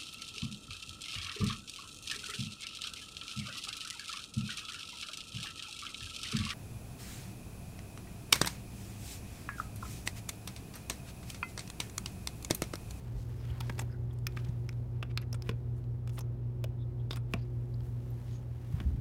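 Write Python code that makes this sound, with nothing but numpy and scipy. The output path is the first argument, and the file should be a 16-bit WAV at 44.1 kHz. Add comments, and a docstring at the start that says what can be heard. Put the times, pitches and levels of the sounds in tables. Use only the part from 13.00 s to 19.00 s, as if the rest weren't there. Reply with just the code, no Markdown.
"""An appliance motor drones in a carpeted living room, over a boomy rush of air.
Its rotor lags the mains, so two hums a few hertz apart beat about five times a second.
Close by, grit clicks sharply on plastic: noisy contacts drive resonant filters.
Short scuffs and squeaks are bursts of band-limited noise; a soft rustle is crackly, shifting hiss.
Dull thumps through the floor are brief low tones, most of them at the end, over a rumble."""
import sys
import numpy as np
from scipy import signal
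from scipy.fft import rfft, irfft, next_fast_len
from scipy.io import wavfile
from scipy.ndimage import uniform_filter1d

SR = 44100
rng = np.random.default_rng(int(sys.argv[2]) if len(sys.argv) > 2 else 0)


def master(y):
    """Save y as 16-bit WAV."""
    cut = np.clip(np.atleast_2d(y).T, -1, 1)
    pcm = np.round(cut * 32767)  # scale
    wavfile.write(sys.argv[1], SR, pcm.astype(np.int16))


N = 264776
TIME = np.arange(N) / SR


def gain_of(db):
    """Decibels to amplitude."""
    return 10 ** (np.asarray(db) / 20)


def evened(x):
    """Scales to rms 1."""
    return x / np.sqrt(np.mean(x ** 2) + 1e-20)


def read_gain(points, hz):
    """A dB spectrum, joined by straight lines over log frequency, as amplitudes."""
    point_hz, level_db = np.transpose(points)
    return gain_of(np.interp(np.log(hz + 1), np.log(point_hz + 1), level_db))


def curve(rows):
    """A breakpoint curve read at every sample."""
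    return np.interp(TIME, *np.transpose(rows))


def add(mix, start_s, sound):
    """Mixes a sound in at its start time, cut off at the end of the mix."""
    part = mix[max(round(start_s * SR), 0):][:len(sound)]
    part += sound[:len(part)]


def noise(shape, size=N):
    """Noise of rms 1 whose amplitude spectrum follows shape(Hz)."""
    padded = next_fast_len(size)
    spectrum = rfft(rng.standard_normal(padded)) * shape(np.fft.rfftfreq(padded, 1 / SR))
    return evened(irfft(spectrum, padded)[:size])


def drift(hz, size=N):
    """A random wander of rms 1, mostly slower than hz."""
    return noise(lambda f: (f > 0) / (1 + (f / hz) ** 4), size)


def snags(size, snags_per_s=260):
    """Sparse, tiny catches of uneven size, rms 1."""
    caught = rng.random(size) < snags_per_s / SR
    return evened(rng.standard_normal(size) * caught)


def causal(gain):
    """The tightest (minimum-phase) impulse response with this amplitude spectrum."""
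    mirrored = np.r_[gain, gain[-2:0:-1]]
    log_gain = np.log(np.maximum(mirrored, 1e-7))
    return np.fft.ifft(np.exp(np.conj(signal.hilbert(log_gain)))).real


def hump(hz, centre_hz, octaves):
    """A bell over log frequency, 1 at its centre."""
    return np.exp(-(np.log2((hz + 1) / centre_hz) / octaves) ** 2)


def peaks_db(modes, hz):
    """The lift in dB that a set of resonances gives."""
    return sum(db / (1 + (2 * (hz - f) / width) ** 2) for f, width, db in modes)


def air(rush_db=-44, whistle_db=-90, half_whistle_db=-90, waver_turns=0.41):
    """Turbulence coloured by resonances, with a very faint, unsteady whistle and its lower octave."""
    # spectrum of the moving air: pitch_hz [Hz], relative level_db [dB per Hz]
    air_spectrum = [(22, -28), (36, -14), (48, 4), (62, -6.5), (76, 9.5), (94, 10), (112, -0.5), (148, 0),
                    (205, -7), (390, -12), (700, -22.5), (1500, -34), (4000, -46), (8000, -55.5),
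                    (16000, -52)]
    # level of the moving air over time: time_s [s], gain_db [dB]
    air_level = [(0, -1.5), (5.5, -2), (6, -6.5)]
    # resonances of the housing in the air flow: pitch_hz [Hz], width_hz [Hz], lift_db [dB]
    duct = [(397, 38, 3), (546, 31, 3.5), (878, 230, 4), (1288, 6.2, 11)]
    # wandering pitch of the whistle: time_s [s], pitch_hz [Hz]
    whistle_pitch = [(2.3, 10300), (2.6, 10700), (3.05, 10950), (3.45, 10600), (4.5, 10640)]
    rush = gain_of(rush_db) * noise(lambda f: read_gain(air_spectrum, f) * gain_of(peaks_db(duct, f)))
    turns = np.cumsum(curve(whistle_pitch)) / SR + waver_turns * drift(6.3)
    whistle = gain_of(whistle_db) * np.cos(2 * np.pi * turns)
    lower_octave = gain_of(half_whistle_db) * np.cos(np.pi * turns)
    return gain_of(curve(air_level)) * (rush + whistle + lower_octave)


def motor(mains_hz=59.985, rotor_hz=57.305, in_step_s=3.09, waver_s=.00008,
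          fan_hz=355, fan_waver_turns=0.35, fan_db=-60.5):
    """Twice the mains and twice the rotor speed beat together; the fan adds a wavering note."""
    # hum of the iron: multiple of the mains frequency, level_db [dB rms before nearness]
    mains_orders = [(2, -37.5), (4, -58), (6, -63.5), (8, -74.5)]
    # hum of the turning rotor: multiple of the rotor speed, level_db [dB rms before nearness]
    rotor_orders = [(1, -47.5), (2, -47), (4, -89.5)]
    # the machine comes nearer, stays, and draws away: time_s [s], gain_db [dB]
    nearness = [(0, -6.5), (.6, -1), (2.7, -0.5), (4.8, -0.16), (5.3, -2.5), (6, -6.5)]
    clock = TIME - in_step_s + waver_s * drift(4.4)  # near its zero all the hums crest together
    hum = np.zeros(N)
    for base_hz, orders in ((mains_hz, mains_orders), (rotor_hz, rotor_orders)):
        for multiple, level_db in orders:
            hum += gain_of(level_db) * np.cos(2 * np.pi * multiple * base_hz * clock)
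    fan_turns = fan_hz * TIME + fan_waver_turns * drift(2.84)
    fan = gain_of(fan_db) * np.cos(2 * np.pi * fan_turns)
    near = gain_of(curve(nearness))
    # the higher note fades faster with distance; root 2 makes the levels rms
    return np.sqrt(2) * near * (hum + near * fan)


def thumps(rumble_db=-40, rumble_hz=140, low_cut_hz=36):
    """Soft blows of a few low cycles, longer when deeper; jostling adds a lumpy rumble at the end."""
    # thumps through the floor: crest_s [s], level_db [dB peak before the low cut], pitch_hz [Hz]
    thump_table = [(0.178, -33.5, 48), (0.511, -29.5, 76), (.702, -29.5, 192), (1.496, -23, 109),
                   (2.4961, -24, 161), (4.345, -25.5, 131), (5.706, -36, 154), (5.745, -19.5, 105),
                   (5.812, -34, 247), (5.862, -31, 145), (5.876, -20.5, 66), (5.909, -43, 264),
                   (5.942, -25.5, 62.3), (5.948, -29.5, 165), (5.99, -29, 101)]
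    blows = np.zeros(N)
    for crest_s, level_db, pitch_hz in thump_table:
        # 14 ms at 96.4 Hz, and never under 4.7 ms
        length_s = max(0.014 * (96.4 / pitch_hz) ** 2.4, 0.0047)
        since_crest = TIME - crest_s
        swell = np.exp(-(2 * since_crest / length_s) ** 2)
        blows += gain_of(level_db) * swell * np.cos(2 * np.pi * pitch_hz * since_crest)
    low_cut = signal.butter(2, low_cut_hz, "high", fs=SR, output="sos")
    blows = signal.sosfiltfilt(low_cut, blows)
    rumble = noise(lambda f: f ** 4 / (f ** 4 + 45 ** 4) / (1 + (f / rumble_hz) ** 3))
    fade_in = np.interp(TIME, [5.65, 5.85], [0, 1])
    return blows + gain_of(rumble_db) * fade_in * rumble


def rustle(lift_db=7, grain_db=1.5, crackle_db=-11, shift_db=2.5, split_hz=3500):
    """Fibres brush past each other and catch: a crackly hiss whose dull part swells on its own."""
    # spectrum of the rustle: pitch_hz [Hz], relative level_db [dB per Hz]
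    rustle_spectrum = [(200, -9.5), (700, 8.5), (1600, 4), (3000, -0.5), (5000, -4), (8000, -7),
                       (14000, -7.5), (16000, -12)]
    # briskness of the movement: time_s [s], level_db [dB before lift_db]
    briskness = [(0, -70), (.11, -73), (.2, -71.5), (.7, -68), (1, -80.5), (1.22, -79.5), (1.38, -70),
                 (1.55, -75), (2.2, -85.5), (2.5, -81.5), (3.4, -87), (4.22, -84), (4.7, -78), (4.87, -77),
                 (5.28, -71.5), (5.47, -79), (5.76, -68.5), (6, -76.5)]
    hz = np.fft.rfftfreq(N, 1 / SR)
    brushing = rng.standard_normal(N) + gain_of(crackle_db) * snags(N)
    hiss = evened(irfft(rfft(brushing) * read_gain(rustle_spectrum, hz), N))
    dull = irfft(rfft(hiss) / (1 + (hz / split_hz) ** 4), N)
    bright = hiss - dull
    shifting = dull * gain_of(shift_db * drift(9)) + bright
    grain = gain_of(lift_db + grain_db * drift(150))
    return grain * gain_of(curve(briskness)) * shifting


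def rub(middle_s, length_s, level_db, pitch_hz, width_hz, grain_db=3, snag_db=-9, size=16384):
    """Uneven slips and tiny snags in one resonance, swelling and fading; gives start and sound."""
    f = np.fft.rfftfreq(size, 1 / SR)
    slips = rng.standard_normal(size) * gain_of(grain_db * drift(262, size))
    slips = slips + gain_of(snag_db) * snags(size)
    resonance = f / (f + 500) / (1 + ((f - pitch_hz) / width_hz * 1.8) ** 2)
    band = irfft(rfft(slips) * resonance)[:int(length_s * SR)]
    return middle_s - length_s / 2, gain_of(level_db) * evened(band) * np.hanning(len(band))


def scuffs(scuff_width_share=1.6, squeak_width_hz=510):
    """Loose rubs scuff over a band that widens with its pitch; tight ones squeak in a narrow one."""
    # broad scuffs and light taps: middle_s [s], length_s [s], level_db [dB rms before fading], centre_hz [Hz]
    scuff_table = [(0.05, 0.0038, -64, 2500), (0.202, 0.14, -65.5, 5000), (0.47, 0.29, -65, 1890),
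                   (.453, .008, -56, 2900), (0.672, 0.16, -64.5, 4000), (.725, .006, -57, 3500),
                   (.755, 0.0036, -58, 3400), (0.809, 0.048, -53.5, 6060), (1.135, .025, -68, 9000),
                   (1.189, 0.011, -64, 7000), (1.324, 0.0064, -56.5, 2500), (1.367, 0.0089, -52.5, 3300),
                   (1.392, .006, -57, 1700), (1.399, 0.044, -61, 3000), (1.449, 0.017, -55.5, 2900),
                   (1.729, 0.0084, -58.5, 2700), (1.49, 0.019, -60.5, 4950), (2.062, 0.044, -67, 1490),
                   (2.109, 0.046, -60, 1780), (2.181, 0.016, -48, 1800), (2.226, 0.039, -56.5, 1490),
                   (2.219, 0.022, -60.5, 3300), (2.475, 0.12, -69, 9500), (2.487, 0.14, -60.5, 1700),
                   (2.78, 0.087, -74, 8000), (2.842, 0.0042, -59.5, 2180), (3.159, 0.13, -64, 8750),
                   (3.181, 0.028, -51.5, 1360), (4.128, 0.078, -61.5, 6000), (4.144, .1, -61, 1490),
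                   (4.335, 0.094, -68, 9100), (4.377, 0.27, -67, 2140), (4.807, 0.005, -57.5, 2160),
                   (4.867, 0.17, -71, 10000), (5.322, 0.21, -65.5, 3140), (5.807, 0.015, -50.5, 1500)]
    # squeaky rubs: middle_s [s], length_s [s], level_db [dB rms before fading], pitch_hz [Hz]
    squeak_table = [(0.409, .11, -72, 5130), (2.22, 0.02, -60.5, 11400), (0.504, 0.013, -53.5, 3170),
                    (0.921, 0.05, -68.5, 4970), (0.926, 0.12, -62, 1560), (1.112, 0.014, -64.5, 3400),
                    (1.271, 0.0066, -39, 14460), (3.159, 0.014, -64, 9000), (3.815, 0.094, -70, 3600),
                    (4.005, 0.048, -67.5, 3360), (4.132, 0.066, -57, 4900), (4.125, 0.046, -60, 3650),
                    (4.392, 0.07, -71, 4550), (4.427, 0.045, -68.5, 4750), (4.743, 0.011, -58.5, 4370),
                    (5.108, 0.019, -60, 14300), (5.353, 0.13, -69, 6600)]
    out = np.zeros(N)
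    for middle_s, length_s, level_db, centre_hz in scuff_table:
        add(out, *rub(middle_s, length_s, level_db, centre_hz, scuff_width_share * centre_hz))
    for middle_s, length_s, level_db, pitch_hz in squeak_table:
        add(out, *rub(middle_s, length_s, level_db, pitch_hz, squeak_width_hz))
    return out


def contact(crunch_ms, blow=0.3, rise_ms=0.25, grain_db=6, body_db=-13, body_ms=7, body_hz=950, size=2048):
    """One blow, a quick run of uneven smaller contacts, and a dull shudder that outlasts them."""
    ms = np.arange(size) * 1000 / SR
    crunch = rng.standard_normal(size) * gain_of(grain_db * drift(2100, size))
    crunch *= (1 - np.exp(-ms / rise_ms)) * np.exp(-(ms / crunch_ms) ** 0.95)
    crunch /= np.linalg.norm(crunch)
    body = noise(lambda f: 1 / (1 + (f / body_hz) ** 2), size) * np.exp(-ms / body_ms)
    body /= np.linalg.norm(body)
    return blow * (ms == 0) + crunch + gain_of(body_db) * body


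def grit(pivot_hz=2500, knock_hz=548, knock_octaves=0.79, ring_octaves=0.3, ring_width_hz=86,
         ring_share=0.33, ripple_db=1.06, ripple_ms=2.3, low_hz=220, size=2048, smooth_bins=25):
    """Each grain rings the plastic shell, most of all two resonances of the spot that it strikes."""
    # grit: start_s [s], strength_db [dB], brightness [dB per octave], crunch_ms [ms], hollow knock_db [dB],
    # low_ring_hz [Hz], low_lift_db [dB], high_ring_hz [Hz], high_lift_db [dB]
    clicks = [(.605, -24.5, 1, 3.5, 11, 1360, 13, 4240, 11.5),
              (.609, -20.5, -2, 1.4, -3, 910, 14.5, 3050, 8),
              (0.6961, -15.5, -6, 3.6, 0, 1000, 3, 1850, 8.5), (0.7802, -27, -3, 3.8, 8, 2060, 5, 4520, 7),
              (0.7911, -15, -4, 3.5, -3, 810, 5, 10510, 6),
              (.794, -15.5, -4, 2.3, -0.5, 1880, 8.5, 7600, 14.5),
              (0.8174, -26.5, -5, 5, 9.5, 895, 5.5, 13000, 13),
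              (1.2682, -10.5, -3.5, 1.5, -19, 2200, 5.5, 5500, 9),
              (1.3713, -20, -6.5, 1.5, -5, 1550, 7.5, 2240, 9),
              (1.6911, -21, -5.5, 0.92, -30, 2200, 8, 5600, 10.5),
              (2.0271, -16.5, -7.5, 3.1, -7, 1440, 3.5, 2900, 10.5),
              (2.1752, -10, -5, 1.1, -18, 2400, 5, 4270, 14),
              (2.328, -26, -2.5, 2, 12, 5550, 19, 11000, 13), (2.3435, -23, -5, 4, -2, 1430, 4, 8400, 12.5),
              (2.422, -27, -1.5, 1.6, 1, 830, 9, 5050, 12.5),
              (2.492, -11, -7, 2.7, -13.5, 461, 13.5, 2780, 5.5),
              (2.513, -35, -8, 1.3, -10, 2730, 8, 4500, 14), (3.075, -26.5, -4, 2.2, -2, 960, 3, 8200, 4),
              (3.094, -30.5, -3, 4.9, 3, 2950, 4, 6730, 6),
              (3.1824, -26.5, -3, 4.9, 6.5, 1110, 6, 3400, 6.5),
              (3.189, -24.5, 0.5, 4.5, 11, 1020, 10.5, 10700, 7),
              (3.207, -31, -0.5, 3.4, 19, 970, 8, 6150, 13.5),
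              (3.641, -19.5, -1.5, 2.5, 14, 660, 6, 2940, 6.5),
              (4.1083, -15.5, -6, 2.8, -2, 3660, 12, 4970, 9.5),
              (4.1308, -25.5, -1.5, 1.3, 11, 1080, 10, 3590, 17),
              (4.1589, -23.5, -1.5, 3, 5, 1280, -2, 3770, 0),
              (4.1689, -22, -6, 4.7, -10, 1320, 4.5, 9200, 13), (4.337, -9, -6, 1.5, -4, 510, 5, 2580, 9.5),
              (4.3426, -27.5, -9, 0.95, -0.5, 690, 8, 2370, 10),
              (5.8024, -23, -7, 1.5, -0.5, 1770, 4.5, 3280, 7.5)]
    # resonances of the plastic they strike: pitch_hz [Hz], width_hz [Hz], lift_db [dB]
    shell = [(1310, 420, 5), (2500, 620, 7), (3480, 320, 6.5), (5240, 640, 6)]
    out = np.zeros(N)
    hz = np.fft.rfftfreq(size, 1 / SR)
    ms = np.arange(size) * 1000 / SR
    for start_s, strength_db, brightness, crunch_ms, knock_db, low_hz_ring, low_db, high_hz_ring, high_db in clicks:
        drive = contact(crunch_ms)
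        drive_gain = np.sqrt(uniform_filter1d(abs(rfft(drive)) ** 2, smooth_bins))
        colour_db = strength_db + brightness * np.log2((hz + 1) / pivot_hz) + peaks_db(shell, hz)
        colour_db += knock_db * hump(hz, knock_hz, knock_octaves)  # hollow note of the whole shell
        for ring_hz, lift_db in ((low_hz_ring, low_db), (high_hz_ring, high_db)):
            colour_db += lift_db * hump(hz, ring_hz, ring_octaves)
            # a sharp tip on the broad hump rings on briefly
            colour_db += ring_share * peaks_db([(ring_hz, ring_width_hz, lift_db)], hz)
        # random fine ripple over frequency
        ripple = rfft(rng.standard_normal(size) * (ms < ripple_ms) * ms).real
        colour_db += ripple_db * evened(ripple)
        low_cut = hz ** 3 / (hz ** 3 + low_hz ** 3)
        # dividing by the drive's broad spectrum lets the shell alone set the colour
        ring = causal(gain_of(colour_db) / drive_gain * low_cut)
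        add(out, start_s, signal.fftconvolve(drive, ring))
    return out


def room(x, t60_s=0.18, dull_hz=3200, size=16384):
    """Walls and carpet return a short, dull tail, a decaying noise that starts 4 ms late."""
    t = np.arange(size) / SR
    tail = noise(lambda f: 1 / (1 + (f / dull_hz) ** 2), size)
    tail = tail * gain_of(-60 * t / t60_s) * (t > .004)
    return signal.fftconvolve(x, tail / np.linalg.norm(tail))[:N]


def scene(room_db=-24):
    """Drone, air, thumps and rustle, with clicks and scuffs close and nearly dry in front."""
    background = air() + motor() + thumps() + rustle()
    close = scuffs() + grit()
    return (background + close + gain_of(room_db) * room(close))[None]


def record(dry, edge_hz=16200):
    """A steep low-pass removes the treble above the edge."""
    low_pass = signal.firwin(511, edge_hz, window=("kaiser", 9), fs=SR)
    return signal.oaconvolve(dry, low_pass[None], "same")


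dry = scene()
out = record(dry)
master(out)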